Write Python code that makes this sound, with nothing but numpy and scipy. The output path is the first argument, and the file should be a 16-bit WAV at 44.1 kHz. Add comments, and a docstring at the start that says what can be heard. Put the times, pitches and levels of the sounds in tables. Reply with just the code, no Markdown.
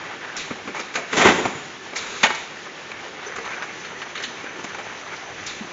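"""Motors hum in a factory hall while plastic bottles jostle on the conveyor of a packing machine.
Air valves puff, arms and cardboard knock, and a batch of bottles tumbles down into a carton.
An air-driven gate slams against its stop and rings, then the conveyor feeds in the next batch.
Knocks and rattles are showers of tiny clicks that make the frame, carton or gate ring;
the air is shaped noise, and the hard walls add an echo."""
import sys
import numpy as np
from scipy import signal
from scipy.fft import rfft, irfft
from scipy.io import wavfile

SR = 44100
rng = np.random.default_rng(int(sys.argv[2]) if len(sys.argv) > 2 else 0)


def dump_mix(stems):
    """Bounce the given channels to the path in sys.argv[1] as a 16-bit WAV at rate SR."""
    frames = np.atleast_2d(stems).T  # one column per channel
    limited = np.clip(frames, -1, 1)  # hard clip at full scale
    pcm = np.round(limited * 32767).astype(np.int16)
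    wavfile.write(sys.argv[1], SR, pcm)


N = 252252
TIME = np.arange(N) / SR

# how hard the conveyor shakes the bottles: (time [s], level [dB])
CONVEYOR_LEVELS = [(0, -35), (.42, -40.5), (.6, -41.5), (1.85, -44.5), (2.8, -42.5), (3.45, -34.5),
                   (4.15, -40.5), (4.45, -40), (5.4, -37.5), (5.72, -40.5)]
# the notes at which the machine frame rings: (pitch [Hz], width [Hz], gain [dB])
FRAME_MODES = [(199, 120, -7), (441, 102, 0.5), (760, 264, -2), (1025, 590, 0), (1530, 540, 0.5),
               (1962, 83, 1.5), (2244, 260, 0.5), (3220, 500, -11), (3680, 640, -8.5), (5100, 960, -11.5),
               (6600, 650, -5.5)]
# valves let out air: (time [s], level [dB], hold [s])
VALVE_PUFFS = [(0.364, -32, 0.043), (0.796, -39.5, 0.0054), (1.189, -36, 0.088), (1.963, -33.5, .012),
               (1.97, -37.5, 0.43), (4.223, -39, 0.013), (5.463, -32.5, .02)]
# bottles bump each other and the stop: (time [s], relative level [dB], clink offset [dB])
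BOTTLE_BUMPS = [(3.449, -26, -10), (3.531, -24.5, -25), (3.622, -18.5, -28), (3.848, -25.5, -10.5),
                (4.016, -20, -20), (4.152, -23, -8), (4.175, -21.5, -12.5), (4.199, -24, -22),
                (4.236, -24, -0.5), (4.371, -27, -21), (5.133, -23, -26)]


def from_db(db):
    """Turn decibels into a gain to multiply by."""
    return 10 ** (np.asarray(db) / 20)


def rms_one(x):
    """Scale a signal so that its average level (rms) is 1."""
    return x / np.sqrt(np.mean(x ** 2) + 1e-20)


def conveyor_db():
    """The conveyor's level at every moment, in straight lines between the rows."""
    return np.interp(TIME, *np.transpose(CONVEYOR_LEVELS))


def butter(x, hz, kind, order=2):
    """Keep the lows, the highs or a band (Butterworth filter)."""
    return signal.sosfilt(signal.butter(order, hz, kind, fs=SR, output="sos"), x + 1e-18)


def registers(x, low_hz=530, high_hz=3000):
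    """Split a sound into bass, middle and treble."""
    bands = [(low_hz, "low"), ([low_hz, high_hz], "band"), (high_hz, "high")]
    return [butter(x, hz, kind, order=4) for hz, kind in bands]


def drift(per_s):
    """A random wobble, rms 1, that heads for a new value per_s times a second."""
    points = rng.standard_normal(4096)
    return rms_one(np.interp(TIME * per_s, np.arange(len(points)), points))


def noise(spectrum):
    """Noise shaped by (frequency [Hz], level [dB]) rows, rms 1."""
    hz, db = np.transpose(spectrum)
    bins = np.maximum(np.arange(N // 2 + 1) * SR / N, 1)
    gains = from_db(np.interp(np.log(bins), np.log(hz), db))
    return rms_one(irfft(rfft(rng.standard_normal(N)) * gains, N))


def resonance(x, hz, width):
    """Ring at one pitch; the smaller the width in Hz, the longer the ring."""
    r = np.exp(-np.pi * width / SR)
    feedback = [1, -2 * r * np.cos(2 * np.pi * hz / SR), r * r]
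    return signal.lfilter(np.array([1, 0, -1]) * (1 - r * r) / 2, feedback, x + 1e-18)


def body(force, modes):
    """An object rings at all its notes (modes) at once, added with alternating signs."""
    return sum((-1) ** k * from_db(db) * resonance(force, hz, width)
               for k, (hz, width, db) in enumerate(modes))


def decay(s, t60, rise_s, hold=0):
    """A level that rises at time s, holds, then falls 60 dB every t60 seconds."""
    age = np.maximum(TIME - s, 0)
    fall = np.log(1000) * np.maximum(age - hold, 0) / t60
    return np.minimum(age / rise_s, 1) * np.exp(-np.minimum(fall, 20))


def swell(s, t60, lead_s):
    """A level that grows as parts graze, peaks as they meet at time s, then dies away."""
    rise = (TIME - s) / lead_s
    fall = -np.log(1000) * (TIME - s) / t60
    return np.exp(np.maximum(np.minimum(rise, fall), -20))


def tone(hz, width):
    """A tone whose pitch wanders around hz, rms 1."""
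    pitch = hz + width / 2 * drift(2 * width)
    return np.sqrt(2) * np.sin(2 * np.pi * np.cumsum(pitch) / SR)


def jet_tone(hz, width):
    """Rushing air sings through a resonance, rms 1."""
    return rms_one(resonance(resonance(rng.standard_normal(N), hz, width), hz, width))


def taps(rows):
    """One click for each row, at its time and level."""
    clicks = np.zeros(N)
    for s, db, *_ in rows:
        clicks[int(s * SR)] += from_db(db)
    return clicks


def contacts(per_s, spread_db):
    """Tiny collisions of uneven strength at random moments, rms 1."""
    sizes = from_db(spread_db * np.minimum(rng.exponential(1, N), 3))
    signs = rng.choice([-1, 1], N)
    return rms_one(sizes * signs * (rng.random(N) < per_s / SR))


def chatter(rows, t60):
    """A short burst of hard contacts for each row."""
    power = sum((from_db(db) * decay(s, t60, rise_s=0.00093)) ** 2 for s, db in rows)
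    return contacts(16000, spread_db=-1.2) * np.sqrt(power)


def blows(rows, modes, grain, lead_s, crest_s, bass_db, middle_db, treble_db):
    """Each blow is a flurry of contacts; soft heavy ones drive the bass, hard ones the treble."""
    power = np.zeros((3, N))
    for s, db, bass, treble, t60, *_ in rows:
        span = slice(max(int((s - 5 * lead_s) * SR), 0), int((s + t60) * SR))
        gains = from_db(db + np.array([[bass + bass_db], [middle_db], [treble + treble_db]]))
        power[:, span] += (gains * swell(s + crest_s, t60, lead_s)[span]) ** 2
    force = sum(np.sqrt(band_power) * band for band_power, band in zip(power, registers(grain)))
    return body(force, modes)


def factory():
    """The steady, blurred din of other machines, and the wavering hum of the motors."""
    # tone colour of the din: (frequency [Hz], relative level [dB])
    din_spectrum = [(18, -40), (30, -26), (165, 0.5), (244, 1.5), (274, 1.5), (337, 3.5), (689, -8),
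                    (791, -3), (930, -6.5), (996, -4.5), (1770, -4.5), (2230, -6), (4670, -15.5),
                    (6750, -14), (7400, -25), (9620, -62), (16300, -120)]
    # motor and gear tones: (pitch [Hz], width [Hz], level [dB])
    motor_tones = [(157.2, 15, -61.5), (377.5, 60, -53.5), (1760, 57, -51), (3880, 44, -62.5)]
    rumble_db, middle_db, hiss_db = -48, -42.5, -46.5
    bands = zip((rumble_db, middle_db, hiss_db), registers(noise(din_spectrum)))
    din = sum(from_db(db + 1.3 * drift(20)) * rms_one(band) for db, band in bands)
    hum = sum(from_db(db + 2.3 * drift(16)) * tone(hz, width) for hz, width, db in motor_tones)
    return din + hum


def hall(x, t60=0.7, dull_hz=5500):
    """The hard walls send back a blurred, duller echo."""
    age = TIME[:int(1.5 * SR)]
    tail = butter(rng.standard_normal(len(age)), dull_hz, "low", order=1)
    tail *= np.exp(-np.log(1000) * age / t60) * np.minimum(age / 0.0026, 1)
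    tail /= np.sqrt(np.sum(tail ** 2) * SR / (2 * dull_hz))
    return signal.fftconvolve(x, tail)[:N]


def whistles():
    """Air lines and the belt give thin, high whistles that come, flutter and go."""
    # whistles: (start [s], end [s], pitch [Hz], width [Hz], relative level [dB])
    notes = [(1.378, 1.398, 6920, 140, -41), (1.44, 1.66, 6990, 110, -52), (2.66, 2.645, 6750, 300, -45),
             (3.262, 3.28, 6060, 450, -41), (3.297, 5.73, 6080, 380, -56)]
    whistling = sum(from_db(db) * decay(start, 0.035, rise_s=0.0033, hold=end - start)
                    * jet_tone(hz, width) for start, end, hz, width, db in notes)
    return whistling * from_db(0.88 * drift(40) + 3.5)


def conveyor(chain_hz=20):
    """The drive rumbles; bottles jostle at random, harder at every tug of the chain."""
    tug = np.cos(2 * np.pi * np.cumsum(chain_hz * (1 + 0.06 * drift(7.4))) / SR)
    strength = from_db(1.78 * tug)
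    # different bottles shake each note of the frame
    jostle = sum(body(contacts(700, spread_db=3) * strength * from_db(4.3 * drift(30)), [mode])
                 for mode in FRAME_MODES)
    jostle = rms_one(butter(jostle, [300, 2800], "band"))
    rumble = rms_one(resonance(rng.standard_normal(N), hz=110, width=55)) * from_db(2.9 * drift(8.4))
    return from_db(conveyor_db()) * (jostle + from_db(-19.5) * rumble)


def jolts(per_s=7, spread_db=6):
    """Loose parts tap the frame at uneven times, as hard as the conveyor shakes them."""
    chance = rng.random((int(per_s * N / SR), 2))
    hits = [((k + late) / per_s, spread_db * (2 * size - 1)) for k, (late, size) in enumerate(chance)]
    return from_db(conveyor_db() + 8) * body(chatter(hits, t60=0.044), FRAME_MODES)


def slides():
    """Parts catch and slip on the guides many times a second, shaking the frame."""
    # dry scrapes: (start [s], end [s], level [dB])
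    scrapes = [(0.756, 0.78, -36.5), (1.3, 1.42, -46.5), (1.446, 1.57, -46), (1.96, 2.25, -36.5)]
    power = sum((from_db(db) * decay(start, t60=0.25, rise_s=0.01, hold=end - start)) ** 2
                for start, end, db in scrapes)
    return np.sqrt(power) * rms_one(body(contacts(3300, spread_db=1), FRAME_MODES))


def spits(start_hz=5600, end_hz=3800, sink_s=0.023):
    """Each valve spits a narrow jet of air that sinks in pitch as the pressure falls."""
    flutter = rms_one(butter(rng.standard_normal(N), 360, "low"))
    sound = np.zeros(N)
    for s, db, _ in VALVE_PUFFS:
        hz = end_hz + (start_hz - end_hz) * np.exp(-np.minimum(((TIME - s) / sink_s) ** 2, 20))
        jet = flutter * np.sqrt(2) * np.sin(2 * np.pi * np.cumsum(hz) / SR)
        sound += from_db(db) * decay(s, t60=0.22, rise_s=0.0025) * jet
    return sound


def air_valves():
    """Valves empty the cylinders: a sharp spit, then the air hisses out through a silencer."""
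    # tone colour of the escaping air: (frequency [Hz], relative level [dB])
    hiss_spectrum = [(500, -8.5), (1500, -5), (2500, 2), (3100, -2.5), (3800, 3), (4900, -10), (5800, -4.5),
                     (6800, -4.5), (7500, -11.5)]
    power = sum((from_db(db) * decay(s, t60=0.57, rise_s=0.0031, hold=hold)) ** 2
                for s, db, hold in VALVE_PUFFS)
    hiss = np.sqrt(power) * noise(hiss_spectrum) * from_db(0.9 * drift(110))
    opening = sum(from_db(db + 2.5) * decay(s, t60=0.09, rise_s=0.0029) for s, db, _ in VALVE_PUFFS)
    return hiss + opening * jet_tone(hz=6400, width=1800) + spits()


def thumps():
    """A cardboard panel swings back and forth a few times."""
    # hollow thumps: (time [s], level [dB], pitch [Hz], fade time [s])
    swings = [(0.512, -29, 218.5, .07), (0.654, -31, 286, 0.083), (1.254, -25.5, 75, 0.08),
              (1.453, -24, 123, 0.093), (1.551, -27.5, 152, 0.14), (3.264, -25.5, 424, 0.061),
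              (3.385, -25.5, 460, 0.12), (4.27, -32.5, 237, 0.082), (5.608, -22.5, 216, 0.097)]
    return sum(from_db(db) * decay(s, t60, rise_s=0.0044) * np.sin(2 * np.pi * hz * (TIME - s))
               for s, db, hz, t60 in swings)


def clinks():
    """Bumps set the bottle walls ringing."""
    # the notes of a bottle: (pitch [Hz], width [Hz], gain [dB])
    bottle_modes = [(1700, 150, 2.5), (2110, 500, -1), (2995, 220, 4.5), (3790, 310, 1), (4350, 130, 2),
                    (6460, 310, -3)]
    force = chatter([(s, db + clink) for s, db, clink in BOTTLE_BUMPS], t60=0.11)
    return from_db(11.5) * body(force, bottle_modes)


def struck_parts(rows):
    """Every part that is hit sounds a short note of its own."""
    grain = contacts(7000, spread_db=3.1)
    sound = np.zeros(N)
    for s, db, _, _, t60, hz in rows:
        span = slice(int(s * SR), int((s + 2 * t60) * SR))
        force = grain[span] * decay(s, t60, rise_s=0.0013)[span]
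        note = resonance(force, hz, width=0.33 * hz)
        sound[span] += from_db(db) * note / np.max(np.abs(note))
    return sound


def knocks():
    """Arms, flaps and bottles hit the frame: it cracks and rattles, and the struck part rings."""
    # knocks of arms, flaps and cartons:
    # (time [s], relative level [dB], bass offset [dB], treble offset [dB], fade time [s], pitch [Hz])
    machine_hits = [(0.5065, -17.5, -6, -27, 0.066, 216), (0.674, -19.5, -7, -20, 0.13, 268),
                    (0.745, -19.5, -37, -19, 0.35, 910), (0.793, -21, -8, -13, 0.098, 1450),
                    (0.94, -23, -28, -6.5, 0.061, 2250), (0.954, -12.5, -10, -6, 0.074, 1500),
                    (0.969, -18.5, -8.5, -14, 0.28, 610), (1.453, -8.5, -10.5, -39, 0.07, 777),
                    (1.932, -23.5, -10.5, -27, 0.056, 460), (1.958, -16, -43, -6, 0.095, 1980),
                    (2.303, -12, -10.5, -14, 0.04, 930), (2.347, -28.5, -17, 5, 0.054, 1310),
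                    (2.9165, -18.5, -29, -22, 0.022, 2200), (3.36, -25.5, -9, -5, 0.07, 980),
                    (3.383, -19.5, -3, -22, 0.083, 467), (4.441, -22.5, -22, -16, 0.017, 453),
                    (4.592, -23, -11, -27, 0.046, 420), (4.641, -22.5, -2, -4.5, 0.062, 862),
                    (4.745, -20.5, -11, -16, 0.054, 800), (4.781, -24, -6, -17, 0.19, 740)]
    # bottle bumps are all alike: light, short and pitched like a bottle
    hits = machine_hits + [(s, db, -29, -34, 0.1, 1800) for s, db, _ in BOTTLE_BUMPS]
    crest_s = 0.003  # from first touch to full contact
    rattle = blows(hits, FRAME_MODES, contacts(14000, spread_db=-1.3), lead_s=0.0042, crest_s=crest_s,
                   bass_db=13.5, middle_db=2.5, treble_db=11)
    clicks = taps([(s + crest_s, db) for s, db, *_ in hits])
    crack = body(butter(clicks, 2600, "low"), FRAME_MODES)
    return rattle + from_db(8.5) * crack + from_db(-3) * struck_parts(hits)


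def gate():
    """The gate slams and bounces on its stop; each hit rings the steel with a dry crack."""
    # the slam and its bounces: (time [s], relative level [dB])
    hits = [(2.2305, -7.5), (2.2338, -4), (2.2375, -10), (2.241, -6.5), (2.246, -14), (2.249, -14.5),
            (2.256, -14), (2.266, -16.5)]
    # the notes of the steel gate: (pitch [Hz], width [Hz], gain [dB])
    steel_modes = [(204, 100, -5.5), (450, 70, -4), (697, 120, -1), (890, 123, 5), (1445, 160, 0.5),
                   (1670, 180, 4.5), (1873, 99, 3.5), (2234, 52, 7), (2460, 87, -1), (2950, 500, -0.5),
                   (3430, 180, -2.5), (3900, 220, -2), (4660, 150, -16), (5720, 97, -8), (6500, 350, -11)]
    force = chatter(hits, t60=0.034)
    ring = from_db(12) * body(force, steel_modes) + from_db(6) * body(taps(hits), steel_modes)
    crack = butter(butter(force, 690, "high"), 3000, "low", order=1)
    return ring + from_db(6.5) * crack


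def bottle_drop():
    """A batch of bottles rattles through the guides and lands in the carton."""
    # bottles slide and land:
    # (time [s], relative level [dB], bass offset [dB], treble offset [dB], fade time [s])
    landings = [(1.126, -14.5, -10, -4.5, 0.5), (1.168, -10.5, -6.5, -1, 1), (1.188, -11, -14, -15, 0.28),
                (1.213, -2.5, -15, -12, 0.092), (1.248, -3, -3.5, -18, 0.15),
                (1.254, -5.5, -13.5, -7, 0.19), (1.263, -1, -25, -12.5, 0.16),
                (1.287, -2.5, -9.5, -9, 0.16), (1.379, -18.5, -3, -19, 0.39)]
    # the batch hits the bottom: (time [s], relative level [dB])
    bottom_hits = [(1.2545, 2.5), (1.2565, 7), (1.266, 3), (1.269, -19)]
    # the notes of the filled carton: (pitch [Hz], width [Hz], gain [dB])
    carton_modes = [(177, 106, -0.5), (301, 130, 3), (423, 134, 2), (763, 220, 0), (970, 470, -1),
                    (1430, 380, -1), (2050, 620, -4.5), (3560, 630, -7.5), (6560, 2100, -10.5)]
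    rattle = blows(landings, carton_modes, contacts(6000, spread_db=4.5), lead_s=0.0078, crest_s=0.0035,
                   bass_db=13.5, middle_db=6, treble_db=6)
    thud = body(butter(taps(bottom_hits), [290, 1600], "band"), carton_modes)
    return rattle + from_db(26) * thud


def scene():
    """The machine close by, its echo and the factory behind, the same in both ears."""
    impacts = knocks() + bottle_drop() + thumps() + gate() + clinks()
    machine = impacts + slides() + conveyor() + jolts() + air_valves()
    mix = machine + from_db(-8) * hall(machine) + whistles() + factory()
    return np.tile(mix, (2, 1))


def record(dry):
    """Round off the loudest peaks and cut the highest treble."""
    ceiling, cutoff_hz = 0.8, 7350
    rounded = ceiling * np.tanh(dry / ceiling)
    return signal.sosfilt(signal.ellip(12, 0.2, 90, cutoff_hz, fs=SR, output="sos"), rounded)


dry = scene()
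out = record(dry)
dump_mix(out)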